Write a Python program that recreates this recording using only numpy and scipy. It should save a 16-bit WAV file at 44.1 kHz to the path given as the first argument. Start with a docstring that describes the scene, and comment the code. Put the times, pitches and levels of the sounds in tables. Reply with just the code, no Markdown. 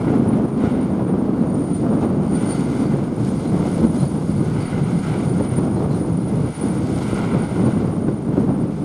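"""A low, rough roar of wind buffets the microphone, and behind it a combine harvester works a grain field.
The roar is eddies tumbling past close by, with gusts, lulls, thuds and brief low throbs. Tens of metres
off, the diesel and threshing gear rush and rattle, straw hisses out of the back, gears whine and the
turbocharger whistles; now and then a dry bearing squeaks. Surges of crop swell the rattle and the hiss,
and the moving air lets the machine's treble come and go."""
import sys
import numpy as np
from scipy import signal
from scipy.fft import rfft, irfft
from scipy.io import wavfile

SR = 44100
rng = np.random.default_rng(int(sys.argv[2]) if len(sys.argv) > 2 else 0)


def log_audio(samples):
    """Write samples as a 16-bit WAV file to the path given in sys.argv[1]."""
    # one column per channel
    frames = np.atleast_2d(samples).T
    # limit to full scale, then quantise
    limited = np.clip(frames, -1, 1)
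    pcm = np.round(limited * 32767).astype(np.int16)
    wavfile.write(sys.argv[1], SR, pcm)


N = 389844

# Levels in the tables are relative, within each layer.
# the bed of breeze on the microphone: t/s, level/dB, centre of the roar's hump f/Hz
BREEZE_BED = [(0, -17, 240), (1.2, -18, 237), (2.8, -18, 204), (3.2, -20, 192), (4.5, -19.5, 167),
              (5.4, -18.5, 172), (6.3, -19.5, 155), (7.3, -20.5, 189), (8.84, -19.5, 180)]
# gusts on top of the breeze: t/s, length/s, rise/dB
BREEZE_GUSTS = [(0.25, 0.5, 1.5), (0.68, 0.072, 0), (1.85, 0.034, 0.5), (1.95, 0.075, 3),
                (2.045, 0.05, 4.5), (2.48, 0.14, 2), (2.94, 0.06, 5), (3.58, 0.18, 4), (3.835, 0.13, 4.5),
                (4.92, 0.23, 0.5), (5.41, 0.04, 5), (5.59, 0.041, 4), (6.67, 0.072, 3), (6.85, 0.19, 1),
                (7.355, 0.079, 3), (7.61, 0.1, 4), (7.688, 0.063, 4.5), (7.82, 0.23, 2.5),
                (8.08, 0.06, 3.5), (8.385, 0.03, 2), (8.49, 0.25, 3)]
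# lulls in the breeze: t/s, length/s, depth/dB
BREEZE_LULLS = [(0.49, 0.18, 2.5), (1.995, 0.026, 2), (3.09, 0.08, 2.5), (4.09, 0.034, 2.5),
                (4.69, 0.066, 6.5), (5.03, 0.095, 4), (5.48, 0.093, 2.5), (6.55, 0.092, 12.5),
                (8.18, 0.054, 1.5), (8.35, 0.022, 3), (8.75, 0.079, 6)]
# flurries of small eddies brighten the roar, or leave it dull: t/s, length/s, lift/dB
EDDY_FLURRIES = [(0.14, 0.11, 1), (1.76, 0.15, -4), (1.88, 0.12, 2), (2.7, 0.44, -1.5), (3.98, 0.029, 3),
                 (4.25, 0.079, -3.5), (4.95, 0.55, -3.5), (5.85, 0.23, 3.5), (6.2, 0.23, -2),
                 (7.68, 0.031, 2.5), (8.22, 0.17, -4)]
# tone colour of the wind's roar: f/Hz, level/dB
WIND_EQ = [(20, -67), (45, -20), (90, -8), (130, -3), (180, -3), (240, -4), (305, -5), (420, -11),
           (560, -17), (850, -23.5), (1300, -30.5), (1800, -43), (3000, -51), (8000, -68.5)]
# how well the moving air carries the machine's treble across the field: t/s, level/dB
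AIR_CARRY = [(0.0, -7.5), (1.31, -12), (1.77, -4.5), (2.18, -10.5), (2.36, -0.5), (2.52, 2), (2.63, -3),
             (2.75, -3.5), (3.11, -8.5), (3.23, -3.5), (4.23, -1.4), (5.58, -3.5), (5.72, -5), (5.94, -7.5),
             (6.1, -7), (6.54, -3.5), (7.01, -3), (7.88, -7), (8.2, -8.5), (8.4, -10.5), (8.84, -6.5)]
# surges of crop through the machine: t/s, length/s, rattle lift/dB, straw hiss and whine lift/dB
CROP_SURGES = [(0.05, 0.55, 6.5, 2), (0.084, 0.026, 5, -1), (0.336, 0.029, 10, -9), (0.648, 0.11, 11, 6),
               (0.774, 0.22, 8, 2), (2.033, 0.068, 8, 4), (2.436, 0.28, 6.5, -1.5), (2.79, 0.56, 8, 4.5),
               (3.28, 0.23, 2.5, 4), (3.638, 0.43, 6, 3.5), (4.003, 0.09, 3, 4), (4.695, 0.48, 11, 1),
               (5.132, 0.31, 11.5, 4), (5.488, 0.27, 7.5, 1), (5.96, 0.11, 2, 7), (6.63, 0.79, 6.5, 3),
               (7.03, 0.26, 4, 5), (7.267, 0.47, 11, 2.5), (7.353, 0.039, 2.5, -1), (7.674, 0.47, 8, 4.5),
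               (8.39, 0.11, 5.5, 5.5)]
# tone colour of the diesel and threshing gear: f/Hz, level/dB
THRESHING_EQ = [(40, 13), (130, 13), (400, -1.5), (800, 13), (1150, 4), (1450, 10), (1620, 1), (1760, -8),
                (2050, 4.5), (2300, 2.5), (2520, -6.5), (2850, -3.5), (4500, -13.5), (10000, -39)]
# tone colour of the straw hiss: f/Hz, level/dB
STRAW_EQ = [(1500, -15), (3500, 4), (4000, 0.5), (5350, 4), (5650, -2.5), (5950, 2.5), (6250, -4.5),
            (6700, 1), (7600, -3), (8100, 1), (9000, 1), (10300, -3), (12000, -12.5), (15500, -36)]
# steady notes of the gearing: f/Hz, level/dB
WHINE_NOTES = [(2058, -12), (2184, -25), (3102, -29), (4112, -17.5), (4594, -13.5), (6386, -21),
               (6596, -16), (7122, -23)]
# fader ride on all the gear whines: t/s, level/dB
WHINE_RIDE = [(0, -1), (1.4, 6), (2.4, 7), (3.3, 3), (4.2, 5), (5.3, 6), (6.4, 3), (8.84, 2.5)]
# the turbocharger's blade tone: t/s, f/Hz
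BLADE_TONE = [(0.0, 9340), (0.24, 9470), (0.57, 9260), (1.05, 9270), (1.55, 9155), (2.14, 9095),
              (2.55, 9150), (3.15, 9185), (3.67, 9410), (4.7, 9340), (5.19, 9220), (5.44, 9280),
              (5.97, 9320), (6.48, 9500), (6.85, 9260), (7.29, 9340), (7.55, 9270), (8.27, 9237),
              (8.84, 9340)]
# the turbo whistle flares up: t/s, length/s, rise/dB
WHISTLE_FLARES = [(0.31, 0.1, 10), (0.83, 0.06, 8), (1.05, 0.18, 4), (1.57, 0.13, 11.5), (1.75, 0.074, 13),
                  (2.07, 0.089, 12), (2.36, 0.063, 10), (2.52, 0.076, 10.5), (3.72, 0.18, 4.5),
                  (4.0, 0.18, 8.5), (4.7, 0.068, 5), (5.27, 0.079, 7), (5.43, 0.14, 14.5),
                  (5.58, 0.032, 21.5), (5.72, .08, 14.5), (6.13, 0.37, 7.5), (6.62, 0.2, 10),
                  (7.14, 0.043, 8), (7.42, 0.065, 9), (7.665, 0.031, 12)]
# tone colour of the diffuse hiss that widens the scene: f/Hz, level/dB
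AIR_EQ = [(40, 7), (300, -12), (1400, 6), (2500, 1), (4500, -4), (9000, -3), (12000, -12), (15500, -43)]
# eddies that strike one side of the microphone harder than the other: t/s, length/s, rise/dB
SIDE_EDDIES = [(0.08, 0.1, 21), (1.26, 0.098, 13), (2.32, 0.076, 11), (3.12, 0.25, 18), (4.87, 0.075, 11),
               (6.27, 0.15, 16), (8.28, 0.1, 12)]
# the strongest single buffets: t/s, peak level/dB
BUFFET_HITS = [(0.103, 0.5), (0.261, 0), (0.638, 1.5), (0.672, 0), (1.141, -2), (1.425, -5), (2.856, -1),
               (3.839, -1), (3.851, -1.5), (4.031, -2.5), (5.588, -1), (7.131, 1), (7.348, 1), (7.597, -1),
               (7.639, -2), (7.68, -4), (8.084, 1), (8.378, -1.5), (8.503, -12)]
# eddies peel off evenly and throb on a low note: t/s, length/s, f/Hz, level/dB
THROB_NOTES = [(1.41, 0.065, 220, -15.5), (2.18, 0.03, 260, -26), (2.73, 0.1, 240, -21.5),
               (3.845, 0.067, 223.4, -15.5), (4.85, 0.097, 155, -23), (4.96, 0.062, 175, -17),
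               (5.09, 0.07, 160, -24), (5.27, 0.07, 165.6, -18.5), (5.34, 0.031, 204, -18),
               (5.42, 0.051, 142, -30), (7.61, 0.039, 177, -12.5)]
# short squeaks of a dry bearing: t/s, length/s, f/Hz, level/dB
SQUEAK_NOTES = [(2.54, 0.14, 4520, -48.5), (3.45, 0.11, 4100, -52), (4.02, 0.098, 4120, -54),
                (4.65, 0.13, 4594, -54), (5.777, 0.04, 4112, -55), (5.94, 0.08, 4120, -54)]


def undb(db):
    """Decibels to gain."""
    return 10 ** (np.asarray(db) / 20)


def unit(x):
    """Scale to an rms of 1."""
    return x / np.sqrt(np.mean(x ** 2))


def curves(table):
    """Each column of a time table as an automation curve, sample by sample."""
    s, *columns = np.transpose(table)
    return [np.interp(np.arange(N) / SR, s, c) for c in columns]


def turn(hz):
    """Running phase, in radians, of something that cycles at hz."""
    return 2 * np.pi * np.cumsum(hz) / SR


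def walk(rate):
    """Smooth random wandering, with a spread of 1, up to about rate changes a second."""
    hz = np.arange(0, 2 * rate, SR / N)
    sway = rng.standard_normal((N // 20, 2))[:len(hz)] @ [1, 1j]  # a random complex spectrum
    rolloff = np.exp(-(hz[:len(sway)] / rate) ** 2)
    return unit(irfft(sway * rolloff, N))


def grains(rate, spread_db):
    """Randomly timed tiny impacts of uneven size and either sign, about rate a second."""
    hits = (rng.random(N) < rate / SR) * rng.choice([-1, 1], N)
    sizes = undb(spread_db * np.clip(rng.standard_normal(N), -2, 2))
    return unit(hits * sizes)


def bell(s, length_s):
    """The samples around time s, and a smooth rise and fall over them."""
    near = np.arange(max(int((s - 2 * length_s) * SR), 0), min(int((s + 2 * length_s) * SR), N))
    return near, np.exp(-(2 * (near / SR - s) / length_s) ** 2)


def swells(table):
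    """Smooth fader moves in dB, one for each row of t/s, length/s, lift/dB."""
    out = np.zeros(N)
    for s, length_s, db in table:
        near, shape = bell(s, length_s)
        out[near] += db * shape
    return out


def notes(table, speed):
    """Tones that swell and fade, from rows of t/s, length/s, f/Hz, level/dB; speed bends their pitch."""
    out, angle = np.zeros(N), turn(speed)
    for s, length_s, hz, db in table:
        near, shape = bell(s, length_s)
        out[near] += undb(db) * unit(np.sin(hz * angle[near])) * shape
    return out


def colour(x, points, size=8192):
    """Pass x through a unit-energy EQ shaped by points of f/Hz, level/dB."""
    hz, db = np.transpose(points)
    grid = np.maximum(np.fft.rfftfreq(size, 1 / SR), 1)
    gains = undb(np.interp(np.log(grid), np.log(hz), db))
    cepstrum = irfft(np.log(gains))
    cepstrum[1:size // 2] *= 2  # fold to minimum phase, so nothing rings ahead of a hit
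    cepstrum[size // 2 + 1:] = 0
    response = irfft(np.exp(rfft(cepstrum)))
    return signal.fftconvolve(x, response / np.linalg.norm(response))[:N]


def below(x, hz):
    """The part of x under hz, kept in phase with the rest."""
    return signal.sosfiltfilt(signal.butter(2, hz, fs=SR, output="sos"), x)


def around(x, hz, half_width_hz):
    """The band of x near a centre hz that may sweep."""
    carrier = np.exp(1j * turn(hz))
    return 2 * np.real(below(x / carrier, half_width_hz) * carrier)


def wind(churn_db=0.97, hump_db=-4, hump_drift=0.14, rumble_db_per_octave=9, small_db=1, flutter_db=0.9):
    """Eddies tumble over the microphone: big ones rumble, the commonest make a hump, small ones flurry."""
    breeze_db, hump_hz = curves(BREEZE_BED)
    gust_db = breeze_db + swells(BREEZE_GUSTS) - swells(BREEZE_LULLS)
    eddies = unit(grains(rate=1300, spread_db=2.5) + rng.standard_normal(N))
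    roar = colour(eddies * undb(churn_db * walk(44)), WIND_EQ)
    hump = around(roar, hump_hz * (1 + hump_drift * walk(11)), half_width_hz=49.7)
    large, small = below(roar, hz=130), roar - below(roar, hz=320)
    medium = roar - large - small
    rumble = undb(rumble_db_per_octave * np.log2(hump_hz.mean() / hump_hz))  # heavier as the hump sinks
    flurries = undb(small_db + swells(EDDY_FLURRIES) + flutter_db * walk(26))
    return unit(large * rumble + medium + hump * undb(hump_db) + small * flurries) * undb(gust_db)


def threshing(firing, load_db, knock_db=-6, knock_rise=0.85, shake_db=0.5, panel_hz=1400, panel_db=-12):
    """Diesel, drum and sieves rattle with the firings; under load knocks stand out and a panel rings."""
    strain = undb(knock_rise * (load_db - load_db.max()))
    knocks = grains(rate=190, spread_db=1.5) * undb(knock_db) * strain
    rattle = unit(rng.standard_normal(N) + knocks) * undb(shake_db * walk(45))
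    pulse = 1 + 0.053 * np.cos(firing) + 0.065 * np.cos(2 * firing)
    body = colour(rattle * pulse, THRESHING_EQ)
    panel = around(body, np.full(N, panel_hz), half_width_hz=60)
    return body + undb(panel_db) * strain * panel


def straw(firing, throb=0.04, tick_db=-10.5):
    """Chaff hisses through the shaking machine; stalks and grain tick on its sheet metal."""
    hiss = rng.standard_normal(N) * (1 + throb * np.cos(firing))
    ticks = grains(rate=31, spread_db=3)
    return colour(unit(hiss + undb(tick_db) * ticks), STRAW_EQ)


def gear_whines(wobble=0.00295, flutter_db=4.5):
    """Meshing gears sing on nearly steady notes, each fluttering in level by itself."""
    speed = 1 + wobble * walk(67)
    ride_db, = curves(WHINE_RIDE)
    tones = np.zeros(N)
    for hz, db in WHINE_NOTES:
        flutter = undb(flutter_db * walk(35))
        tones += undb(db) * unit(np.sin(turn(hz * speed)) * flutter)
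    return tones * undb(ride_db)


def turbo(firing, wander_hz=17, ripple_hz=10, fade_db=3.5, flutter_db=4, throb=0.12, fray=0.11):
    """The blade tone ripples with each exhaust pulse; turbulent air makes it twinkle and frays it."""
    hz, = curves(BLADE_TONE)
    tone = np.sin(turn(hz + wander_hz * walk(38) + ripple_hz * np.sin(firing)))
    roughness = 1 + throb * np.cos(firing) + fray * walk(550)
    twinkle_db = np.minimum(fade_db * walk(21) + flutter_db * walk(100), 7)
    return unit(tone * roughness * undb(twinkle_db)) * undb(swells(WHISTLE_FLARES))


def harvester(carry_db, firing_hz=65.8, rattle_db=-44, treble_db=-52.5, straw_trim_db=3, turbo_db=-47):
    """Surges of crop load the drum and throw out straw; the air lets the treble come and go."""
    firing = turn(firing_hz * (1 + 0.0082 * walk(0.78)))  # the engine speed drifts a little
    load_db = swells([(s, length_s, db) for s, length_s, db, _ in CROP_SURGES])
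    spill_db = swells([(s, length_s, db) for s, length_s, _, db in CROP_SURGES])
    rattle = threshing(firing, load_db) * undb(rattle_db + load_db + 0.33 * carry_db)
    treble = straw(firing) * undb(straw_trim_db) + gear_whines()
    treble *= undb(treble_db + spill_db + carry_db)
    whistle = turbo(firing) * undb(turbo_db + carry_db)
    flicker = undb(walk(25))  # moving air makes the far sound flicker by about 1 dB
    return (rattle + treble) * flicker + whistle


def air_hiss(carry_db, gain_db=-60, carry_share=0.87, flicker_db=2):
    """A faint, diffuse hiss flickers, rising and falling with the machine's treble."""
    hiss = colour(rng.standard_normal(N), AIR_EQ)
    return hiss * undb(gain_db + carry_share * carry_db + flicker_db * walk(11))


def crosswind(floor_db=-59):
    """A faint roar swells when an eddy strikes one side of the microphone harder."""
    return colour(rng.standard_normal(N), WIND_EQ) * undb(floor_db + swells(SIDE_EDDIES))


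def buffets(push_s=0.00019, gain_db=-7):
    """A big eddy gives one short push and a dull thud."""
    hits = np.zeros(N)
    for s, db in BUFFET_HITS:
        hits[int(s * SR)] += undb(db)
    push = np.exp(-np.arange(N) / SR / push_s)
    thud = colour(push, WIND_EQ)[:SR // 10]
    return undb(gain_db) * signal.fftconvolve(hits, thud / np.abs(thud).max())[:N]


def wind_throbs(wobble=0.0666):
    """Evenly shed eddies make a lump of unsteady low tone in the roar."""
    return notes(THROB_NOTES, speed=1 + wobble * walk(38.2))


def bearing_squeaks(wobble=0.006, scratch_db=3, scrape=0.51):
    """A dry bearing sings out for a moment, unsteady in pitch and half lost in its own scraping."""
    scratch = undb(scratch_db * walk(90)) * (1 + scrape * walk(600))
    return notes(SQUEAK_NOTES, speed=1 + wobble * walk(134)) * unit(scratch)


def scene():
    """Machine and wind sit in the centre; a little hiss and crosswind give the width."""
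    carry_db, = curves(AIR_CARRY)
    mid = harvester(carry_db) + bearing_squeaks() + wind() + wind_throbs() + buffets()
    side = air_hiss(carry_db) + crosswind()
    return np.array([mid + side, mid - side])


def record(dry):
    """A soft clip rounds off the hardest wind peaks, and a steep low-pass cuts the top."""
    ceiling, top_hz = 0.8, 15500
    rounded = dry / (1 + (dry / ceiling) ** 6) ** (1 / 6)
    return signal.sosfilt(signal.ellip(8, .2, 70, top_hz, fs=SR, output="sos"), rounded)


dry = scene()
out = record(dry)
log_audio(out)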